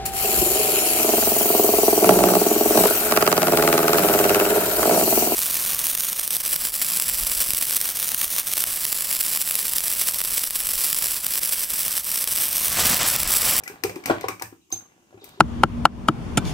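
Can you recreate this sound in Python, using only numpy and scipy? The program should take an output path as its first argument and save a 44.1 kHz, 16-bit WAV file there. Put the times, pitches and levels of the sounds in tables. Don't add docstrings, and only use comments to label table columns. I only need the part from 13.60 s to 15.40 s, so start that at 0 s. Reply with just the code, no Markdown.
import sys
import numpy as np
from scipy import signal
from scipy.fft import rfft, irfft
from scipy.io import wavfile

SR = 44100
rng = np.random.default_rng(int(sys.argv[2]) if len(sys.argv) > 2 else 0)


def store_wav(level_fs):
    pcm = np.round(np.clip(np.atleast_2d(level_fs), -1, 1) * 32767)
    wavfile.write(sys.argv[1], SR, pcm.T.astype(np.int16))


def to_linear_factor(level_db):
    exponent = np.asarray(level_db, float) / 20
    return 10 ** exponent


N = 79380


def rms_one(x):
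    return x / np.sqrt(np.mean(x ** 2) + 1e-20)


def at_hz(points, hz):
    table_hz, values = np.transpose(points)
    return np.interp(np.log(np.maximum(hz, 1)), np.log(table_hz), values)


def shaped(x, spectrum, tilt_db=0):
    size = x.shape[-1]
    hz = np.arange(size // 2 + 1) * SR / size
    tilt = tilt_db * np.log2(np.clip(hz, 300, None) / 4000)
    return irfft(rfft(x) * to_linear_factor(at_hz(spectrum, hz) + tilt), size)


def ring(clicks, hz, t60):
    shrink = to_linear_factor(-60 / (max(t60, 0.002) * SR))
    turn = 2 * np.pi * hz / SR
    feedback = [1, -2 * shrink * np.cos(turn), shrink * shrink]
    return signal.lfilter([0, np.sin(turn)], feedback, clicks + 1e-18)


def add(out, x, start_s, pan_db):
    i = int(start_s * SR)
    out[:, i:i + len(x)] += x[:N - i] * to_linear_factor([[pan_db / 2], [-pan_db / 2]])


def right_late(x, lead_s):
    bins = np.arange(N // 2 + 1)
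    delay = np.exp(-2j * np.pi * lead_s * SR * bins / N)
    return np.array([x[0], irfft(rfft(x[1]) * delay, N)])


# frequency in Hz, likeness (0 unrelated, 1 identical).
LIKENESS = [(60, 0.42), (200, 0.91), (500, 0.41), (1000, 0)]


def diffuse(size):
    mid, side = rfft(rng.standard_normal((2, size)))
    alike = np.clip(at_hz(LIKENESS, np.arange(size // 2 + 1) * SR / size), -1, 1)
    both = np.sqrt(1 + alike) * mid + np.sqrt(1 - alike) * side * [[1], [-1]]
    return irfft(both, size) / np.sqrt(2)


# frequency in Hz, relative level in dB per Hz.
HUM_COLOUR = [(100, -2.5), (350, 4.5), (560, -24), (750, -14), (1000, -15), (1900, -22), (2800, -8),
              (4000, -23), (6500, -10), (10000, -21)]


def hum():
    level_db = -63
    return to_linear_factor(level_db) * rms_one(shaped(diffuse(N), HUM_COLOUR))


# time in seconds, level in dB.
SLOP_LEVEL = [(0, -50.5), (0.089, -59), (0.118, -46), (0.198, -55), (.3, -48.5), (.42, -53.5),
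              (0.482, -34.5), (.54, -43), (.62, -43), (.72, -64), (0.799, -59), (.95, -69), (1.06, -110),
              (1.17, -54), (1.27, -64.5), (1.5, -65), (1.6, -63), (1.67, -50.5), (1.8, -55.5)]
# frequency in Hz, relative level in dB per Hz.
WET_COLOUR = [(150, -48), (300, -0.5), (545, -24.5), (612, -5.5), (1310, -8.5), (16000, -48.5)]


def slop():
    grains_per_s, size_db, cycles = 3000, 5, 2.8
    sizes = to_linear_factor(size_db * np.minimum(rng.exponential(1, N), 5)) * rng.choice([-1, 1], N)
    sizes = sizes * (rng.random(N) < grains_per_s / SR)
    pitches = np.geomspace(200, 15000, 24)
    dealt = rng.integers(0, 24, N)
    rings = np.zeros(N)
    for k, hz in enumerate(pitches):
        grains = rms_one(ring(sizes * (dealt == k), hz, cycles / hz))
        rings += grains * np.sqrt(hz) * to_linear_factor(at_hz(WET_COLOUR, hz))
    times, db = np.transpose(SLOP_LEVEL)
    return to_linear_factor(np.interp(np.arange(N) / SR, times, db)) * rms_one(rings)


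# frequency in Hz, time to fall 60 dB in seconds.
ROOM_T60 = [(80, 0.46), (210, 0.3), (1470, 0.22), (10200, 0.27)]
# frequency in Hz, level in dB.
ROOM_COLOUR = [(60, -6), (500, 3), (3000, 7)]


def kitchen(x):
    level_db, gap_s = -6.5, 0.001
    t = np.arange(SR // 2) / SR
    edges = 50 * 2 ** np.arange(0, 8.6, 0.7)
    white = diffuse(len(t)), diffuse(len(t))
    tail = 0
    for k, (low, high) in enumerate(zip(edges, edges[1:])):
        hz = np.sqrt(low * high)
        band_filter = signal.butter(2, [low, high], "band", fs=SR, output="sos")
        band = signal.sosfilt(band_filter, white[k % 2])
        tail = tail + band * to_linear_factor(at_hz(ROOM_COLOUR, hz) - 60 * t / at_hz(ROOM_T60, hz))
    tail = tail * np.clip(t / gap_s - 1, 0, 1)
    return to_linear_factor(level_db) * signal.fftconvolve(x[None], tail / np.sqrt(0.02 * SR), axes=1)[:, :N]


# start in seconds, level in dB, left over right in dB,
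# treble tilt in dB per octave.
TICKS = [(0.0354, -25, 5.5, 5), (0.0765, -20.5, 8, 4), (0.236, -11, 10.5, 3), (0.2948, -22.5, 1, 0),
         (0.357, -28, -2, 3), (0.438, -32, 14, -1), (0.4574, -12, 7, 3), (0.6094, -28.5, 15, 2),
         (0.6834, -16, 13.5, 2), (0.796, -29, 3.5, 0.5), (0.821, -17.5, 14, 5), (1.102, -37.5, 7.5, 8),
         (1.1238, -18.5, 10, 8), (1.6413, -27, 9.5, 7.5), (1.6893, -41.5, 20.5, 7)]
# frequency in Hz, relative level in dB per Hz.
TICK_COLOUR = [(300, -23), (1170, 2), (1640, -4.5), (2360, 7), (3350, -13), (6000, -5.5), (7200, -13),
               (8500, -7.5), (9550, -18), (11500, -14.5), (16000, -14)]


def ticks():
    rise_s, t60_s, echo_db = 0.00076, 0.018, 13
    out, knocks = np.zeros((2, N)), np.zeros((2, N))
    t = np.arange(4096) / SR
    shape = (1 - np.exp(-t / rise_s)) ** 2 * to_linear_factor(-60 * t / t60_s)
    click = np.eye(1, len(t), k=64)[0]
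    for start_s, db, pan_db, tilt_db in TICKS:
        chatter = rms_one(shaped(rng.standard_normal(len(t)), TICK_COLOUR, tilt_db))
        add(out, to_linear_factor(db) * shape * chatter, start_s, pan_db)
        knock = shaped(click, TICK_COLOUR, tilt_db)
        knock = knock / np.sqrt(np.sum(knock ** 2))
        add(knocks, to_linear_factor(db + echo_db) * knock, start_s, 0)
    return out, knocks[0]


# start in seconds, level in dB, starting pitch in Hz,
# time to fall 60 dB in seconds.
PLOPS = [(0.059, -36, 1883, 0.15), (0.074, -33, 1395, 0.083), (0.098, -34, 367, 0.081),
         (0.238, -24.5, 329.8, 0.22), (0.245, -13, 405, 0.043), (0.362, -24, 324, 0.075),
         (0.456, -32, 242, 0.086), (0.498, -4, 602, 0.025), (0.5, -14, 1450, 0.026),
         (0.506, -4.5, 318, 0.026), (0.5165, -24, 746, 0.018), (0.632, -28, 1950, 0.019),
         (0.6407, -12, 447, 0.025), (0.683, -14.5, 1180, 0.018), (0.694, -22.5, 336, 0.043),
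         (0.712, -30, 2180, 0.035), (0.813, -27, 894, 0.052), (0.821, -21, 1705, 0.014),
         (0.925, -36, 306.5, 0.061), (1.104, -45.5, 1043, 0.056), (1.124, -28.5, 311, 0.055),
         (1.126, -34, 734, 0.06), (1.255, -47, 1150, 0.025), (1.298, -53, 2050, 0.025),
         (1.576, -45, 2550, 0.01), (1.526, -40.5, 575, 0.034), (1.542, -37, 348, 0.068),
         (1.573, -39.5, 333, 0.05), (1.619, -37.5, 385, 0.032), (1.634, -40.5, 370, 0.05),
         (1.774, -43.5, 360, 0.21)]
# frequency in Hz, level in dB,
# time to fall 60 dB in seconds.
BOWL = [(343.4, -15.5, 0.065), (480, -15.5, 0.039), (576, -21, 0.088), (780.4, -19.5, 0.069),
        (1028, -9.5, 0.017), (1420, -28, 0.027)]


def plops():
    rise_per_s, attack_s, pan_db = 4.3, 0.001, 3
    splat_db, splat_t60_s, bowl_scatter_db = -12.5, 0.043, 0.5
    out, t = np.zeros((2, N)), np.arange(SR // 2) / SR
    click = np.eye(1, len(t))[0]
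    modes = np.array([to_linear_factor(db) * ring(click, hz, t60) for hz, db, t60 in BOWL])
    attack = 1 - np.exp(-t / attack_s)
    stretch = 1 + rise_per_s * np.minimum(t, 0.1)
    for start_s, db, hz, t60 in PLOPS:
        pocket = np.sin(2 * np.pi * hz * t * stretch) * to_linear_factor(-60 * t / t60)
        white = rng.standard_normal(len(t))
        splat = to_linear_factor(splat_db - 60 * t / splat_t60_s) * rms_one(shaped(white, WET_COLOUR))
        strength = to_linear_factor(bowl_scatter_db * rng.standard_normal(len(modes)))
        bowl = (strength * rng.choice([-1, 1], len(modes))) @ modes
        add(out, to_linear_factor(db) * attack * (pocket + splat + bowl), start_s, pan_db)
    return out


# start in seconds, level in dB.
THUMPS = [(0.11, -49), (0.242, -32.5), (0.282, -35.5), (0.459, -40), (0.508, -31), (0.549, -34),
          (0.649, -36.5), (0.712, -40.5), (0.831, -39), (.87, -41.5), (1.13, -40), (1.538, -45)]
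# frequency in Hz, level in dB, time to fall 60 dB in seconds.
WORKTOP = [(106, 2.5, 0.18), (186, -9.5, 0.44), (69.5, -10.5, 0.12)]


def thumps():
    rise_s = 0.0089
    out, t = np.zeros((2, N)), np.arange(SR // 2) / SR
    for start_s, db in THUMPS:
        boom = np.zeros(len(t))
        for hz, mode_db, t60 in WORKTOP:
            phase = rng.uniform(0, 2 * np.pi)
            boom += to_linear_factor(mode_db - 60 * t / t60) * np.sin(2 * np.pi * hz * t + phase)
        add(out, to_linear_factor(db) * (1 - np.exp(-t / rise_s)) * boom, start_s, 0)
    return out


# start in seconds, length in seconds, level in dB.
SCRAPES = [(0.61, 0.016, -42), (1.117, 0.029, -38.5), (1.61, 0.35, -58.5)]
# frequency in Hz, relative level in dB per Hz.
SCRAPE_COLOUR = [(1200, -19.5), (3900, 17), (5500, 6.5), (16000, -26.5)]
# start in seconds, length in seconds, level in dB.
SQUEAKS = [(1.01, 0.035, -67), (1.598, 0.2, -63)]


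def scrapes():
    squeak_hz, squeak_t60_s = 3830, 0.03
    out = np.zeros((2, N))
    rough = rng.standard_normal(2 * N) * to_linear_factor(2.1 * rng.exponential(1, 2 * N))
    slips = rms_one(shaped(rough, SCRAPE_COLOUR))
    song = rms_one(ring(rough, squeak_hz, squeak_t60_s))
    for strokes, sound in (SCRAPES, slips), (SQUEAKS, song):
        for start_s, length_s, db in strokes:
            u = np.arange(int(length_s * SR)) / (length_s * SR)
            piece = sound[int(start_s * SR):][:len(u)]
            add(out, to_linear_factor(db) * np.sin(np.pi * u ** 0.21) * piece, start_s, 0)
    return out


# start in seconds, level in dB, left over right in dB.
CLINK = (1.1245, -18.5, -7)
# frequency in Hz, level in dB, time to fall 60 dB in seconds.
FORK = [(6330, 4, 0.04), (6700, -14, 0.03)]


def clink():
    start_s, db, pan_db = CLINK
    out, click = np.zeros((2, N)), np.eye(1, SR // 2)[0]
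    fork = sum(to_linear_factor(mode_db) * ring(click, hz, t60) for hz, mode_db, t60 in FORK)
    fade_in = np.minimum(np.arange(SR // 2) / (0.0013 * SR), 1)
    add(out, to_linear_factor(db) * fork * fade_in, start_s, pan_db)
    return out


def scene():
    metal_lead_s, wet_lead_s = 0.000169, 0.00024
    chatter, knocks = ticks()
    metal = clink() + scrapes()
    wet = plops() + thumps() + slop()
    near = right_late(chatter + metal, metal_lead_s) + right_late(wet, wet_lead_s)
    echoes = kitchen((metal + wet).mean(axis=0) + knocks)
    return near + echoes + hum()


def band_limit(x):
    return signal.sosfilt(signal.butter(12, 16960, fs=SR, output="sos"), x)


def record(dry):
    treble_cut = signal.cheby2(8, 25, 15900, fs=SR, output="sos")
    bass_cut = signal.butter(3, 60, "high", fs=SR, output="sos")
    mix = signal.sosfilt(bass_cut, signal.sosfilt(treble_cut, dry))
    return band_limit(mix)


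dry = scene()
out = record(dry)
store_wav(out)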